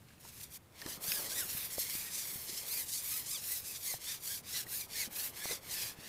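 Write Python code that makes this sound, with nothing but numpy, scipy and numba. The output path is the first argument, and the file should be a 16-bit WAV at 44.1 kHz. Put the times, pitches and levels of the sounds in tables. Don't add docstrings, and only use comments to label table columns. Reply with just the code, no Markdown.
import sys
import numpy as np
from scipy import signal
from scipy.fft import rfft, irfft, next_fast_len
from scipy.io import wavfile
from numba import njit

SR = 44100
rng = np.random.default_rng(int(sys.argv[2]) if len(sys.argv) > 2 else 0)


def output_pcm(signal):
    pcm = np.clip(np.atleast_2d(signal).T, -1, 1) * 32767
    wavfile.write(sys.argv[1], SR, np.round(pcm).astype(np.int16))


N = 268251
TIME = np.arange(N) / SR
PADDED = next_fast_len(N, real=True)
FREQS = np.arange(PADDED // 2 + 1) * SR / PADDED


def sliding_pole():
    power, rib_hz, lock = strokes()
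    rasp_db, *parts_db = 10 * np.log10(power + grabs())
    top_db, ring_db, sharp_db = parts_db - rasp_db
    return undb(rasp_db) * hiss(rib_hz, lock, rasp_db, top_db, ring_db, sharp_db)


# rasp level/dB; airy top, wall ring
# and sharp rasp, each level/dB relative to the rasp; rib rate f/Hz; regularity of the slips/0-1
STROKES = [(0.03, 0.134, 0.19, -71, -6, 2.5, 0, 1500, 0.1),
           (0.168, 0.292, 0.32, -55.5, -3, -7.9, -1, 1500.0, 0.1),
           (0.244, 0.407, 0.53, -57.0, 1.7, -6.5, -1.5, 1500.0, 0.1),
           (0.48, 0.565, 0.584, -53.5, 3, -9.5, -1, 1500.0, 0.1),
           (0.707, 0.836, 0.98, -57.5, -1.9, -2, -2, 1500.0, 0.1),
           (0.838, 0.91, 1.007, -46.5, -0.5, -11.1, -4.1, 1650.0, 0.27),
           (0.981, 1.124, 1.33, -42, 5, -9, -2, 1710, 0.48),
           (1.278, 1.379, 1.566, -45.5, 2.5, -8.5, 1.5, 1910, 0.42),
           (1.41, 1.592, 1.77, -47.5, 6.5, -5.5, -5.5, 2000.0, 0.13),
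           (1.68, 1.737, 1.798, -45.5, 1, -10.5, -1.1, 1900.0, 0.15),
           (1.75, 1.812, 1.895, -41.5, 2, -12, -1.5, 2150.0, 0.18),
           (1.795, 1.935, 2.175, -44.5, 3, -7.5, -2, 2500.0, 0.16),
           (2.028, 2.184, 2.283, -41, -5.5, -13.5, -0.8, 2100.0, 0.12),
           (2.169, 2.276, 2.553, -47.5, 5, -8.5, -1.5, 2000.0, 0.1),
           (2.373, 2.575, 2.78, -47.5, -0.5, -10.7, -1.8, 2520, 0.19),
           (2.607, 2.754, 2.919, -43, 5, -10.5, -1, 2380, 0.29),
           (2.831, 2.954, 3.053, -41, -4, -21, -0.9, 2240.0, 0.17),
           (2.954, 3.131, 3.286, -43.5, 4.5, -10, -1.3, 1312, 0.27),
           (3.211, 3.33, 3.446, -40.5, -3.5, -15.5, -1.0, 1254.0, 0.61),
           (3.365, 3.53, 3.661, -44, 5.5, -11.5, -1.5, 2060.0, 0.18),
           (3.609, 3.693, 3.791, -44, -1.5, -13.5, -0.7, 2600.0, 0.19),
           (3.774, 3.896, 4.006, -41.2, 0.7, -14, -1.5, 2220, 0.33),
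           (3.965, 4.108, 4.208, -43.0, -2.2, -10, -2, 1840.0, 0.18),
           (4.158, 4.332, 4.431, -43.5, 1.6, -12.5, -1.4, 1668.0, 0.36),
           (4.406, 4.588, 4.663, -41.9, -1, -10.5, -4, 1970, 0.21),
           (4.629, 4.779, 4.883, -44, 4.5, -11.5, -2, 2303, 0.36),
           (4.857, 5.016, 5.098, -40.5, -2, -9.5, -2.5, 2250, 0.31),
           (5.075, 5.224, 5.338, -44.5, 5.5, -7, -1.7, 1504.0, 0.38),
           (5.276, 5.493, 5.62, -46.0, -0.5, -5.5, -1.7, 2083.0, 0.32),
           (5.582, 5.815, 5.975, -43.5, 0, -8, -2.5, 2560.0, 0.21),
           (5.922, 6.074, 6.2, -54, -3, -2, -3.0, 1500.0, 0.1)]
def strokes(rest_db=-81.5, rib_growth=0.85):
    power = np.full((4, N), undb(rest_db) ** 2)
    rib_hz, lock = np.full(N, 200.), np.zeros(N)
    growth = np.array([[1.94], [1.96], [1.25], [1.94]])
    for start, fastest, end, db, top_db, ring_db, sharp_db, full_hz, regularity in STROKES:
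        moving = (TIME > start) & (TIME < end)
        speed = np.sin(np.pi / 2 * np.interp(TIME[moving], [start, fastest, end], [0, 1, 0]))
        full_gain = undb(db + np.array([[0], [top_db], [ring_db], [sharp_db]]))
        power[:, moving] += (full_gain * speed ** growth) ** 2
        bite = np.minimum(2 * speed ** 4, 1)
        rib_hz[moving] = np.maximum(full_hz * speed ** rib_growth, rib_hz[moving])
        lock[moving] = np.maximum(regularity * bite, lock[moving])
    return power, rib_hz, lock


# t/s, length/s, rasp level/dB, airy top level/dB relative to the rasp
GRABS = [(0.21, 0.023, -66, 8), (0.41, 0.012, -53.5, 1), (0.439, .02, -49.5, 3), (1.038, .04, -49, 3),
         (1.282, 0.088, -47, 0), (1.321, 0.056, -43, -2), (1.393, 0.057, -39.5, -2), (1.507, .05, -44.5, 0),
         (1.653, .035, -52, 8), (1.801, .035, -45, 8), (1.953, .04, -48, 5), (2.426, 0.12, -59, 11),
         (2.5, .055, -45, -7), (2.58, .032, -45.5, -3), (2.825, .03, -56, 6), (2.897, .04, -48.5, -4),
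         (2.957, .025, -46, 2), (3.198, .035, -50.5, 3), (3.35, 0.053, -45, -9), (3.764, .045, -45, -5),
         (3.8, 0.055, -56.5, 6), (4.935, .03, -51, -6), (5.377, 0.087, -58.5, 0), (5.522, 0.047, -39.5, -4),
         (5.614, .06, -68, 1), (5.737, 0.064, -44, -3)]
def grabs(ring_db=-13.5, sharp_db=-1.7):
    return sum(np.outer(undb(db + np.array([0, top_db, ring_db, sharp_db])), swell(s, length)) ** 2
               for s, length, db, top_db in GRABS)


# f/Hz, relative level/dB
HISS_SPECTRUM = [(530, -25.5), (900, -9), (1350, -12.5), (1650, -3.5), (2020, -2.5), (3000, -5.5),
                 (4450, -0.5), (6200, -2), (7700, -2), (10000, -0.5), (12300, 3.5), (14000, 3),
                 (15500, -0.5)]
def hiss(rib_hz, lock, rasp_db, top_db, ring_db, sharp_db, ring_hz=3200, sharp_hz=5700, top_hz=9500):
    slips = friction(per_second=26000, spread_db=0.86) * undb(walk(90))
    slips = joint_echo(slips, rasp_db)
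    locked = repeat(slips, SR / rib_hz, lock)
    blurred = repeat(slips, SR / rib_hz, lock ** 2.2)
    surface = colour(HISS_SPECTRUM)
    ring = unit(shape(locked, surface * below(ring_hz)))
    dull = unit(shape(locked, surface * above(ring_hz) * below(sharp_hz))) * undb(1.8 * walk(45))
    sharp = unit(shape(locked, surface * above(sharp_hz) * below(top_hz))) * undb(0.86 * walk(45))
    top = unit(shape(blurred, surface * above(top_hz))) * undb(0.42 * walk(45))
    sharp_share = np.minimum(undb(sharp_db) ** 2, .9)
    rasp = unit(np.sqrt(1 - sharp_share) * dull + np.sqrt(sharp_share) * sharp)
    return rasp + undb(top_db) * top + undb(ring_db) * ring


def joint_echo(slips, rasp_db, return_hz=1150, drift=.13, share=0.31):
    travel = np.cumsum(undb(rasp_db))
    path = np.interp(travel / travel[-1] * N, np.arange(N), walk(5))
    lag = SR / return_hz * np.exp(drift * path)
    return repeat(slips, lag, np.full(N, share))


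# t/s, length/s, f/Hz, glide/(Hz/s), note level/dB, octave level/dB
SQUEAKS = [(1.095, .05, 1548, 3000, -63, -57), (1.18, .04, 1665, -2000, -45.5, -55),
           (1.27, .03, 1960, 2000, -52, -60), (1.325, .022, 1590, 4996, -47, -62),
           (1.378, .045, 1924, -2500, -52, -51), (1.41, .04, 1644, -9000, -48.5, -51),
           (1.87, .05, 2150, 1499, -53, -59), (1.945, .06, 2320, 8000, -57, -54),
           (2.082, 0.084, 1880, -1000, -56, -72), (2.73, .05, 2200, 7001, -59, -45.5),
           (2.772, .035, 2410, 0, -50, -50), (2.808, .03, 2225, -8000, -64, -52),
           (2.952, .03, 2220, -6000, -69, -47), (3.145, .07, 1280, 1000, -57.5, -54),
           (3.357, .035, 1730, -11000, -68, -47), (3.526, .06, 1996, 1500, -52.5, -68),
           (3.704, .03, 2560, 1999, -53, -63), (3.911, .07, 2050, -3500, -50, -59),
           (4.1, .06, 1810, 1, -59, -44.5), (4.329, 0.058, 1647, -5, -50.5, -68),
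           (4.56, .045, 1986, -1500, -52, -50), (4.605, .025, 1674, -8000, -51.5, -58),
           (4.745, .03, 1700, 7000, -48.5, -57), (4.824, .035, 2400, -9000, -50, -62),
           (4.962, .025, 1858, 9002, -48, -56), (5.003, .02, 2232, 0, -40, -48),
           (5.03, .024, 2050, -10000, -44, -50), (5.425, .035, 1700, 2000, -49, -57),
           (5.508, .05, 2050, 2998, -45, -56)]
def squeaks(arch_hz_per_s2=70000, third_db=-8, jitter=0.00897, flutter_db=3.5):
    pitch_hz, firmest, partials = np.zeros(N), np.zeros(N), np.zeros((3, N))
    for s, length, hz, glide, note_db, octave_db in SQUEAKS:
        hold, age = swell(s, length), TIME - s
        arch_hz = np.maximum(hz + glide * age - arch_hz_per_s2 * age ** 2, 0)
        pitch_hz = np.where(hold > firmest, arch_hz, pitch_hz)
        firmest = np.maximum(hold, firmest)
        partials += np.outer(undb([note_db, octave_db, octave_db + third_db]), hold)
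    phase = 2 * np.pi * np.cumsum(pitch_hz * (1 + jitter * walk(400))) / SR
    return sum(gain * undb(flutter_db * walk(70)) * np.sin(k * phase)
               for k, gain in enumerate(partials, 1))


# t/s, scrape level/dB going into the tube, decay/ms, ring f/Hz, ring level/dB
TICKS = [(.085, -56, 7.1, 2100, -60), (.105, -66, 28, 1630, -58), (.18, -60, 3, 2600, -65),
         (.25, -55, 12, 940, -48.5), (.412, -45, 2.7, 2700, -53), (.724, -50, .6, 4700, -70),
         (0.8164, -31.5, 1.4, 1790, -49), (0.821, -41, 4, 1830, -41.5), (.863, -32, 1.6, 1860, -48),
         (1.119, -19.5, 1.15, 2560, -31), (1.385, -45, 3, 3540, -47), (1.784, -52, 2, 4720, -50.5),
         (2.189, -41, 0.61, 4700, -52), (2.576, -50, 5, 5400, -38), (4.667, -48, 1.97, 1910, -43.5),
         (4.933, -50, 2.8, 4506, -44), (5.514, -32, 1.5, 2013, -37)]
def ticks(ring_t60_ms=35, crack=0.42):
    contact, ring = np.zeros(N), np.zeros(N)
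    for s, db, decay_ms, hz, ring_db in TICKS:
        age = np.maximum(TIME - s, 0)
        contact += (age > 0) * undb(db) * np.exp(-age * 1000 / decay_ms)
        ring += damped_sine(s, ring_db, hz, ring_t60_ms)
    scrape = contact * rng.choice([-1, 1], N)
    return shape(scrape, tube() + crack * above(2500)) + ring


# f/Hz, width/Hz, level/dB
TUBE_MODES = [(1680, 105, 9.5), (2010, 145, 5.5), (2440, 100, 6.5), (3430, 360, 3), (4600, 1800, 1),
              (6270, 1300, -7)]
def tube(lowest_hz=1450):
    modes = sum((-1) ** k * undb(db) * 1j * FREQS * width / (hz ** 2 - FREQS ** 2 + 1j * FREQS * width)
                for k, (hz, width, db) in enumerate(TUBE_MODES))
    _, radiation = signal.freqz(*signal.butter(3, lowest_hz, "high", fs=SR), worN=FREQS, fs=SR)
    return modes * radiation


# t/s, level/dB, f/Hz, t60/ms
BUMPS = [(.861, -33, 304, 20), (0.877, -44, 420, 45), (0.976, -46, 190, 40), (1.046, -40, 600, 8),
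         (1.084, -40, 169, 31), (1.549, -37.5, 160, 21), (1.782, -27, 570, 13), (1.952, -34, 260, 10),
         (2.358, -37.5, 149, 18), (2.495, -42, 335, 22), (2.529, -43.5, 210, 30), (3.94, -34, 743, 16),
         (3.944, -45, 119, 73), (4.666, -47, 170, 35), (5.076, -41, 229.5, 45), (5.4563, -24, 767, 3.8),
         (5.51, -37, 480.5, 69), (5.988, -37, 161, 19)]
def bumps():
    return sum(damped_sine(*bump) for bump in BUMPS)


# t/s, level/dB
SLEEVES = [(0, -77), (.7, -70), (.85, -58.5), (1.05, -56.5), (1.21, -53.5), (1.5, -59), (1.7, -64),
           (2.4, -63.5), (2.73, -58.5), (2.9, -66), (3.6, -65), (4.4, -65), (4.9, -62), (5.4, -59.5),
           (6.08, -62)]
# t/s, length/s, level/dB
RUSTLES = [(.25, 0.043, -66), (0.88, .06, -52), (1.2, 0.1, -51.5), (1.386, .1, -60), (3.903, 0.09, -63),
           (3.38, .05, -65), (4.57, .06, -64), (5.199, 0.044, -58.5), (5.524, 0.051, -51)]
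def jacket():
    arm_power = undb(np.interp(TIME, *np.transpose(SLEEVES))) ** 2
    body_power = sum((undb(db) * swell(s, length)) ** 2 for s, length, db in RUSTLES)
    return np.sqrt(arm_power + body_power) * cloth()


# f/Hz, relative level/dB
CLOTH_SPECTRUM = [(120, -7), (250, -2), (480, 1.5), (800, -3.5), (1300, -5.5), (2500, -31)]
def cloth():
    return unit(shape(friction(per_second=2500, spread_db=1.0), colour(CLOTH_SPECTRUM)))


# f/Hz, relative level/dB
AIR_SPECTRUM = [(20, -13), (45, -8.5), (85, -1), (140, -2.5), (250, -9), (600, -19), (2000, -23.5),
                (6000, -29.5), (15000, -29)]
def open_air(level_db=-61, swell_db=1.6):
    gain = undb(level_db + swell_db * walk(5))
    return gain * unit(shape(rng.standard_normal(N), colour(AIR_SPECTRUM)))


def friction(per_second, spread_db):
    slips = rng.random(N) < per_second / SR
    sizes = undb(spread_db * np.minimum(rng.exponential(size=N), 5))
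    return unit(slips * sizes * rng.standard_normal(N))


@njit
def repeat(x, lag, share):
    y = x.copy()
    for i in range(400, len(x)):
        back = i - lag[i]
        k = int(back)
        earlier = y[k] + (back - k) * (y[k + 1] - y[k])
        y[i] = np.sqrt(1 - share[i] ** 2) * x[i] + share[i] * earlier
    return y


def damped_sine(s, db, hz, t60_ms):
    age = np.maximum(TIME - s, 0)
    return undb(db - 60 * age * 1000 / t60_ms) * np.sin(2 * np.pi * hz * age)


def swell(s, length_s):
    return np.exp(-np.minimum((2 * (TIME - s) / length_s) ** 2, 50))


def walk(rate):
    return unit(np.interp(TIME * rate, np.arange(N), rng.standard_normal(N)))


def shape(x, gain):
    return irfft(rfft(x, PADDED) * gain, PADDED)[:N]


def colour(points):
    hz, db = np.transpose(points)
    return undb(np.interp(np.log(FREQS + 1), np.log(hz), db))


def below(hz, order=6):
    return 1 / np.sqrt(1 + (FREQS / hz) ** (2 * order))


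def above(hz):
    return np.sqrt(1 - below(hz) ** 2)


def undb(db):
    return 10 ** (np.asarray(db) / 20)


def unit(x):
    return x / np.sqrt(np.mean(x ** 2))


def scene():
    mono = sliding_pole() + squeaks() + ticks() + bumps() + jacket() + open_air()
    return np.array([mono, mono])


def record(dry, top_hz=15550):
    return signal.sosfilt(signal.ellip(12, .1, 80, top_hz, fs=SR, output="sos"), dry)


dry = scene()
out = record(dry)
output_pcm(out)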